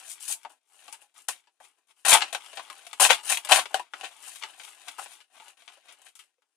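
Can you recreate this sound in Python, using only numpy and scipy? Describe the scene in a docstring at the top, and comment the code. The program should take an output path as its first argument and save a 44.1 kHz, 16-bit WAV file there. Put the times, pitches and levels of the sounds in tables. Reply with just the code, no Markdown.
"""On a carpet, close to two microphones and nearer the left, hands tear open a card-and-plastic toy pack.
Tearing fibres and rubbing give a dense crackle of tiny clicks that swells with each rip, slide and scrape;
creases and the plastic shell snap now and then. Three streams of clicks, loosely bunched together,
sound as card panel (low), creak (middle) and fizz (high).
Nearby surfaces smear the sound, and a faint hiss lies underneath."""
import sys
import numpy as np
from scipy import signal
from scipy.fft import rfft, irfft
from scipy.io import wavfile
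from scipy.ndimage import uniform_filter1d

SR = 44100
rng = np.random.default_rng(int(sys.argv[2]) if len(sys.argv) > 2 else 0)


def wrap_up_sound(samples):
    """Save the sound to the file named by the first command line argument, as 16-bit audio."""
    columns = np.atleast_2d(samples).T
    # keep every value between -1 and 1, then stretch to whole-number steps
    tamed = np.clip(columns, -1, 1)
    steps = np.round(tamed * 32767).astype(np.int16)
    wavfile.write(sys.argv[1], SR, steps)


N = 289416
T, HZ = np.arange(N) / SR, np.fft.rfftfreq(N, 1 / SR)

# Rips, slides and scrapes. Each row: start and swell time in seconds, swell in dB, peak creak drive in dB,
# panel and fizz in dB over the creak, nominal seconds to fade 20 dB (negative cuts the swell short).
HAND_STROKES = [(.05, 0.065, 12.5, -55, -29, 15, 0.0579), (0.198, 0.083, 10.5, -51, -15, 11.5, 0.0146),
                (.278, 0.0512, 5, -45, -16, 14.5, 0.0269), (0.494, 0.0123, 2.5, -62.5, 0.5, 2.5, 0.08),
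                (.65, 0.0838, 21, -68, -2, 5.5, 0.2248), (1.14, 0.0476, 10, -60, -4.5, 4.5, 0.097),
                (1.282, 0.0055, -7, -42.5, -6, -2, 0.101), (1.604, 0.0454, 9, -61.5, -2, 1, 0.1041),
                (1.765, 0.0184, 13.5, -73.5, -1, -4, 0.07), (1.87, 0.0392, 12.5, -65, -3.5, 0, 0.03),
                (1.95, 0.044, 9, -71, -8.5, 3, 0.27), (2.049, 0.0805, 14.5, -17, -4, 3.5, 0.051),
                (2.129, 0.0308, 2.5, -24.5, 5, -19, 0.0441),
                (2.199, 0.01785, 26.5, -28.5, -1, -31.5, 0.0559), (2.323, 0.0285, 2.5, -47, 1, -17.5, 0.13),
                (2.42, 0.02, 6, -54.5, -5.5, -3, 0.46), (2.57, 0.02, 5.5, -57, -1.5, -20.5, 0.86),
                (2.999, 0.0173, 4.5, -26.5, 2, 8.5, 0.0608), (3.03, 0.0273, 0.5, -26, -4, 2.5, 0.0448),
                (3.084, 0.022, 21, -16, -2.5, -6.5, 0.0555), (3.228, 0.09735, 29.5, -26.5, -5.5, 5.5, .05),
                (3.364, 0.0081, 9, -46.5, 4, -9, 0.0719), (3.488, 0.0292, 6.5, -29.5, 1.5, -0.5, 0.0303),
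                (3.518, 0.00237, -2, -21, 3, -11, 0.0433), (3.53, 0.0349, 3.5, -25.5, -1.5, 5.5, 0.0322),
                (3.568, 0.026, 1, -29.5, 1, -4.5, 0.0528), (3.742, 0.0046, -6, -39, 0.5, -15, 0.0952),
                (3.97, 0.0273, 7.5, -56, 0.5, -13.5, 0.3723),
                (4.025, 0.01686, 29, -34.5, -2.5, -9.5, 0.0556), (4.2, 0.0754, 12.5, -48.5, -10, 2, .15),
                (4.31, 0.027, 3.5, -59.5, -20, 8.5, 0.28), (4.399, 0.02774, 41, -40.5, -2, -21.5, 0.0917),
                (4.58, 0.048, 7, -55.5, -5, 3.5, 0.27), (4.859, 0.0215, 13.5, -46.5, -2.5, -6, 0.058),
                (4.983, 0.0074, 6, -43, 6, -10.5, 0.0511), (4.98, 0.0596, 4.5, -55, -12, 10.5, 0.027),
                (5.081, 0.0706, 5, -53.5, -8, 1, 0.0332), (5.2, 0.0411, 3, -62, -3, -4, -0.0053),
                (5.3, 0.0695, 22, -56.5, -0.5, -5.5, 0.1429), (5.4, 0.105, 7, -57.5, -4, -3, 0.0417),
                (5.57, 0.034, 6.5, -63.5, -5, -4, 0.16), (5.681, 0.0304, 5, -56, -8.5, -12, 0.1654),
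                (5.82, 0.0737, 18.5, -56, -5.5, -6, 0.1223), (5.97, 0.015, 10, -66, -1, -8.5, 0.1753),
                (6.031, 0.0362, 19, -54, -6, 0, 0.0519), (6.19, .012, 4.5, -63, -8.5, -4, 0.1134)]
# Quiet handling between the strokes. Each row: time in seconds, creak drive in dB.
QUIET_HANDLING = [(0, -54.5), (.2, -63), (.42, -67.5), (.6, -90.5), (.72, -76), (0.859, -56.5),
                  (1.0, -67.5), (1.12, -84), (1.85, -87), (2.04, -84), (2.239, -58.5), (2.981, -59.5),
                  (3.8, -59), (3.89, -81.5), (3.96, -58.5), (4.4, -60), (4.7, -59), (5.2, -61), (5.27, -84),
                  (5.36, -67.5), (5.56, -78), (5.7, -65), (5.81, -75.5), (6.05, -76), (6.139, -84),
                  (6.28, -84), (6.36, -94), (6.56, -87)]
# Snaps of creases and shell. Each row: start in seconds, creak in dB, panel and fizz in dB over the creak
# (all before trims), panel pitch in Hz, nominal seconds to die away by 60 dB.
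PACK_SNAPS = [(0.088, -52.5, -10, 11, 940, 0.043), (0.117, -55.5, -6.5, 11.5, 947, 0.058),
              (0.205, -41, -22, 8, 1220, 0.0234), (0.227, -49.5, -8, 12, 930, 0.05),
              (0.289, -39, -3, 12.5, 889, 0.232), (0.4316, -43, -30.5, -3, 1270, 0.076),
              (0.4489, -36.5, 9, -26, 915, 0.0644), (0.5013, -54.5, 3, -5.5, 892, 0.12),
              (0.8804, -35, 0.5, -7, 824, 0.0484), (0.9259, -32.5, -7.5, 7.5, 898, 0.0488),
              (0.9415, -44, -8, -8.5, 930, 0.096), (1.017, -51, -2.5, 6, 824, 0.145),
              (1.1606, -51, -4.5, -5.5, 1262, 0.203), (1.285, -22.5, -19, 8, 960, 0.0695),
              (1.2876, -26.5, 6, -18.5, 1094, 0.0264), (1.304, -53, -22, 15, 1087, 0.135),
              (1.472, -51, -2.5, -37, 931, 0.0706), (1.6015, -55, 16, 0.5, 843, 0.059),
              (1.9103, -50.5, -20, -18.5, 1195, 0.052), (2.0496, -20.5, -4, -27, 826, 0.102),
              (2.136, -19.5, -22, -3, 810, 0.108), (2.1495, -7.5, -3, -4.5, 925, 0.0594),
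              (2.207, -17.5, -28, -17, 770, 0.0414), (2.2209, -11, -18, -29, 676, 0.035),
              (2.2802, -35, -11, -23, 822, 0.151), (2.3279, -22, -9.5, -1, 677, 0.0737),
              (2.3482, -13.5, -5, -10.5, 832.6, 0.0309), (2.5302, -35.5, -2.5, -9, 698, 0.08),
              (2.572, -23, -7.5, -19, 801, 0.065), (2.5936, -31, 2, -16, 1071, 0.0677),
              (2.6998, -27.5, -2.5, -7.5, 1048, 0.0582), (2.8666, -32.5, -10, -0.5, 678, 0.0453),
              (2.9307, -24, -7.5, -5.5, 1127, 0.0386), (2.9985, -14.5, -2.5, -2, 775, 0.106),
              (3.0487, -4.5, -12.5, -15.5, 931, 0.0623), (3.1045, -3.5, -4.5, -13, 872, 0.0518),
              (3.1804, -35.5, -4, -10, 891, 0.133), (3.3726, -16, -12, -1, 928, 0.0202),
              (3.4486, -27, -1.5, 5.5, 631, 0.0423), (3.4717, -28.5, -17.5, -11, 608.8, 0.103),
              (3.495, -23, 2.5, 2.5, 1104, 0.049), (3.5104, -15, 2.5, 3, 870, 0.113),
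              (3.5188, 0.5, -14, -11.5, 755, 0.08), (3.5594, -7.5, -25, -2.5, 1080, 0.053),
              (3.6563, -23, -3.5, -22.5, 670, 0.0285), (3.7059, -56.5, 21.5, -2, 657, 0.11),
              (3.7434, -9.5, -0.5, -12, 763.5, 0.0337), (3.7955, -27, 6, -4, 949, 0.0348),
              (3.936, -28, 5.5, -41, 1401, 0.0409), (3.9666, -45, -1.5, -9.5, 1063, 0.138),
              (4.0105, -24.5, -11, -7, 757, 0.0183), (4.033, -33, 0.5, -16, 825, 0.066),
              (4.358, -33, -13.5, 4, 800, 0.051), (4.436, -17.5, -9.5, -30, 883, 0.0197),
              (4.5973, -30.5, -11, -20, 840, 0.074), (4.6333, -36.5, -22, -3, 1262, 0.105),
              (4.6783, -37, -15, -19, 1107, 0.086), (4.8826, -25, -10, -5, 735, 0.0605),
              (4.9864, -41.5, 10.5, -13, 1298, 0.065), (5.06, -29, -5, -13.5, 945, 0.0269),
              (5.2038, -42.5, -23.5, -30, 913, 0.1016), (5.3991, -34, -1.5, -22, 909.5, 0.0329),
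              (5.421, -40, -6, -11, 893, 0.0245), (5.4814, -40, -13.5, 1, 928, 0.06),
              (5.571, -51, -9, -8, 1287, 0.1), (5.6208, -42, -7, -14, 700, 0.03),
              (5.678, -34, -10.5, -26.5, 742.5, 0.05), (5.772, -49.5, 1.5, -10.5, 651, 0.033),
              (5.8846, -39.5, -13, -14.5, 638.2, 0.179), (5.924, -49.5, -1.5, 8.5, 582.7, 0.0517),
              (6.0171, -44.5, -18, 2.5, 1276, 0.0453), (6.0616, -51, -10.5, 2.5, 911, 0.08),
              (6.1533, -47.5, -10.5, 8, 1343, 0.1377), (6.1913, -39.5, -24, -1.5, 1260, 0.107),
              (6.382, -72, 10.5, -19.5, 500.5, 0.019), (6.4204, -60.5, -2, -8.5, 1335, 0.075)]
# Tone of pack and microphone together. Each row: frequency in Hz, relative level in dB.
PACK_TONE = [(88, -58), (150, -43), (308, -28), (472, -16.5), (723, -1), (1320, -4.5), (1570, -3),
             (1910, -8), (2230, -3), (2980, -1.5), (4850, -10.5), (9760, -4.5), (11800, -18),
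             (13800, -19.5), (15600, -35.5)]
# Reflections off hands, lap and carpet. Each row: frequency in Hz, seconds to die away by 60 dB.
REFLECTION_DECAY = [(400, 0.077), (1500, 0.075), (5000, 0.1), (12000, 0.12)]
# How alike the two sides sound. Each row: frequency in Hz, likeness from 0 to 1.
STEREO_LIKENESS = [(60, 0.13), (240, 0.31), (950, 0.91), (3770, 0.19), (15000, 0.48)]
# Stereo balance. Each row: frequency in Hz, left over right in dB.
LEFT_LEAN = [(60, 14), (180, -2.5), (550, 5.5), (1650, 8.5), (4970, 7), (15000, 11.5)]
# Tone of the hiss. Each row: frequency in Hz, relative level in dB.
HISS_TONE = [(59, -62.5), (100, -23.5), (492, -4), (2630, -11), (5840, -5.5), (9660, -9.5), (15000, -36)]


def tearing(drive):
    """Fibres tear and rub in a dense crackle that follows the effort of the hands."""
    return drive * clicks(per_s=9000, spread_db=3.0, clump_db=3.466)


def hand_effort():
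    """How hard the hands drive panel, creak and fizz, as gains: quiet handling plus every stroke."""
    times, handling_db = np.transpose(QUIET_HANDLING)
    power = gain_of(np.interp(T, times, handling_db) + np.array([[-6], [0], [-2]])) ** 2
    attack_s, fade_speed = 0.0022, [1.287, 1.155, 1.283]  # the creak lingers longest
    for start, swell, swell_db, creak_db, panel_db, fizz_db, fade in HAND_STROKES:
        t = T[:round((swell + 4 * fade) * SR)]
        rising = np.minimum(t / swell - 1, 0)
        fading = np.outer(fade_speed, np.maximum(t - swell, 0)) / fade
        level_db = np.array([[panel_db], [0], [fizz_db]]) + creak_db + swell_db * rising - 20 * fading
        add(power, start, gain_of(level_db) ** 2 * np.minimum(t / attack_s, 1))
    return np.sqrt(power)


def snapping():
    """A crease or the shell snaps: a tick and a dying burst. Returns the clicks and the panel's ring."""
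    drive, ring, t = np.zeros((3, N)), np.zeros(N), T[:SR // 5]
    crackle = clicks(per_s=9000, spread_db=2.8, clump_db=0.77)
    decay_speed = np.array([[.9], [1.05], [1.4]])  # the fizz dies first
    attack_s, tick_t60_s, ring_t60_s = 0.001494, 0.0078, 0.036
    for start, creak_db, panel_db, fizz_db, hz, t60 in PACK_SNAPS:
        first = round(start * SR)
        burst = gain_of(creak_db - 9.5 - 60 * decay_speed * t / max(t60, .01))
        tick = gain_of(creak_db - 8.5 - 60 * t / tick_t60_s)
        envelope = burst * (1 - np.exp(-t / attack_s)) + tick
        hits = envelope[:, :N - first] * crackle[:, first:first + len(t)]
        add(drive, start, gain_of([[panel_db - 3.5], [0], [fizz_db]]) * hits)
        # the bent panel has another pitch in every grip
        mode = gain_of(-60 * t[:2000] / ring_t60_s) * np.sin(2 * np.pi * hz * t[:2000])
        add(ring, start, gain_of(panel_db) * signal.fftconvolve(hits[0], mode / np.linalg.norm(mode)))
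    low_cut = signal.butter(4, 480., "high", fs=SR, output="sos")  # the ring carries no bass
    return drive, signal.sosfilt(low_cut, ring)


def clicks(per_s, spread_db, clump_db):
    """Three streams of tiny clicks, a few large, bunched in partly shared millisecond clumps."""
    size = gain_of(spread_db * np.minimum(rng.exponential(1, (3, N)), 4))
    fires = rng.random((3, N)) < per_s / SR
    shared, *own = uniform_filter1d(uniform_filter1d(rng.standard_normal((4, N)), size=150), size=150)
    clumps = gain_of(clump_db * evened(shared + 1.9 * np.array(own)))
    return evened(size * fires * rng.choice([-1., 1.], (3, N)) * clumps)


def pack_voices():
    """One click shape per stream: the pack's tone split into panel, creak and fizz, of equal energy."""
    hz = abs(np.fft.fftfreq(4096, 1 / SR)) + 1
    below_creak, below_fizz = (1 / (1 + (hz / crossover_hz) ** 6) for crossover_hz in (1500, 5000))
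    bands = np.sqrt([below_creak, (1 - below_creak) * below_fizz, 1 - below_fizz])
    log_gain = np.log(gain_of(curve_at(PACK_TONE, hz)) * bands + 1e-5)
    spectra = np.exp(np.conj(signal.hilbert(log_gain)))  # minimum phase keeps the attack sharp
    shapes = np.fft.ifft(spectra).real[:, :1024]
    return shapes / np.linalg.norm(shapes, axis=1, keepdims=True)


def rubbing(panel_effort, panel_snaps):
    """Dull noise of fingers and cloth on the card; it grows more slowly than the panel's flexing."""
    snap_power = abs(uniform_filter1d(panel_snaps ** 2, size=400, origin=199))
    flexing = np.sqrt(panel_effort ** 2 + gain_of(6) * snap_power)
    band = signal.butter(3, [260., 500.], "band", fs=SR, output="sos")
    return gain_of(-32) * flexing ** 0.7318 * evened(signal.sosfilt(band, rng.standard_normal(N)))


def nearby_surfaces(pack, wet_db, turns_per_s):
    """Direct sound with a short spray of reflections, and a second path; both shift as the pack moves."""
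    taps = rng.choice([-1., 1.], (3, 2, 8192)) * (rng.random((3, 2, 8192)) < .1)
    hz, t, spectra = signal.stft(taps, SR, nperseg=128)
    decay = gain_of(-60 * t / curve_at(REFLECTION_DECAY, hz)[:, None])
    tails = signal.istft(spectra * decay, SR, nperseg=128)[1]
    tails /= np.linalg.norm(tails, axis=2, keepdims=True)
    crossfade = np.sqrt(2 / 3) * np.cos(np.pi * (turns_per_s * T + np.arange(3)[:, None] / 3))
    spray, second_path = signal.oaconvolve((pack * crossfade)[:, None], tails, axes=2).sum(0)[:, :N]
    wet = gain_of(wet_db)
    return np.array([(pack + wet * spray) / np.hypot(1, wet), second_path])


def microphones(paths):
    """The right microphone hears a mostly weaker blend of the left's sound and the second path."""
    near, second = rfft(paths)
    likeness = curve_at(STEREO_LIKENESS, HZ)
    lean = gain_of(curve_at(LEFT_LEAN, HZ) / 2)
    blend = likeness * near + np.sqrt(1 - likeness ** 2) * second
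    return irfft([near * lean, blend / lean], N)


def hiss():
    """A faint steady bed of room and microphone noise."""
    spectrum = rfft(rng.standard_normal((2, N))) * gain_of(curve_at(HISS_TONE, HZ))
    return gain_of(-91.5) * evened(irfft(spectrum, N))


def gain_of(db):
    """Decibels to gain."""
    return 10 ** (np.asarray(db) / 20)


def evened(x):
    """Scales to rms 1."""
    return x / np.sqrt(np.mean(x ** 2) + 1e-20)


def curve_at(points, hz):
    """Reads a table on a log-frequency axis."""
    point_hz, value = np.transpose(points)
    return np.interp(np.log(hz + 1), np.log(point_hz + 1), value)


def add(mix, start_s, sound):
    """Lays a sound into the mix."""
    part = mix[..., round(start_s * SR):][..., :sound.shape[-1]]
    part += sound[..., :part.shape[-1]]


def scene():
    """Tears and snaps sound through the pack, the surfaces around it and the microphone pair."""
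    snaps, ring = snapping()
    effort = hand_effort()
    crackle = signal.oaconvolve(tearing(effort) + snaps, pack_voices(), axes=1)[:, :N].sum(0)
    pack = crackle + ring + rubbing(effort[0], snaps[0])
    return microphones(gain_of(0.5) * nearby_surfaces(pack, wet_db=-3.5, turns_per_s=8) + hiss())


def record(dry):
    """The loudest cracks flatten at full scale; a steep high cut then trims the top."""
    high_cut = signal.firwin(511, 15700, window=("kaiser", 9), fs=SR)
    return signal.oaconvolve(np.clip(dry, -1, 1), high_cut[None], "same")


dry = scene()
out = record(dry)
wrap_up_sound(out)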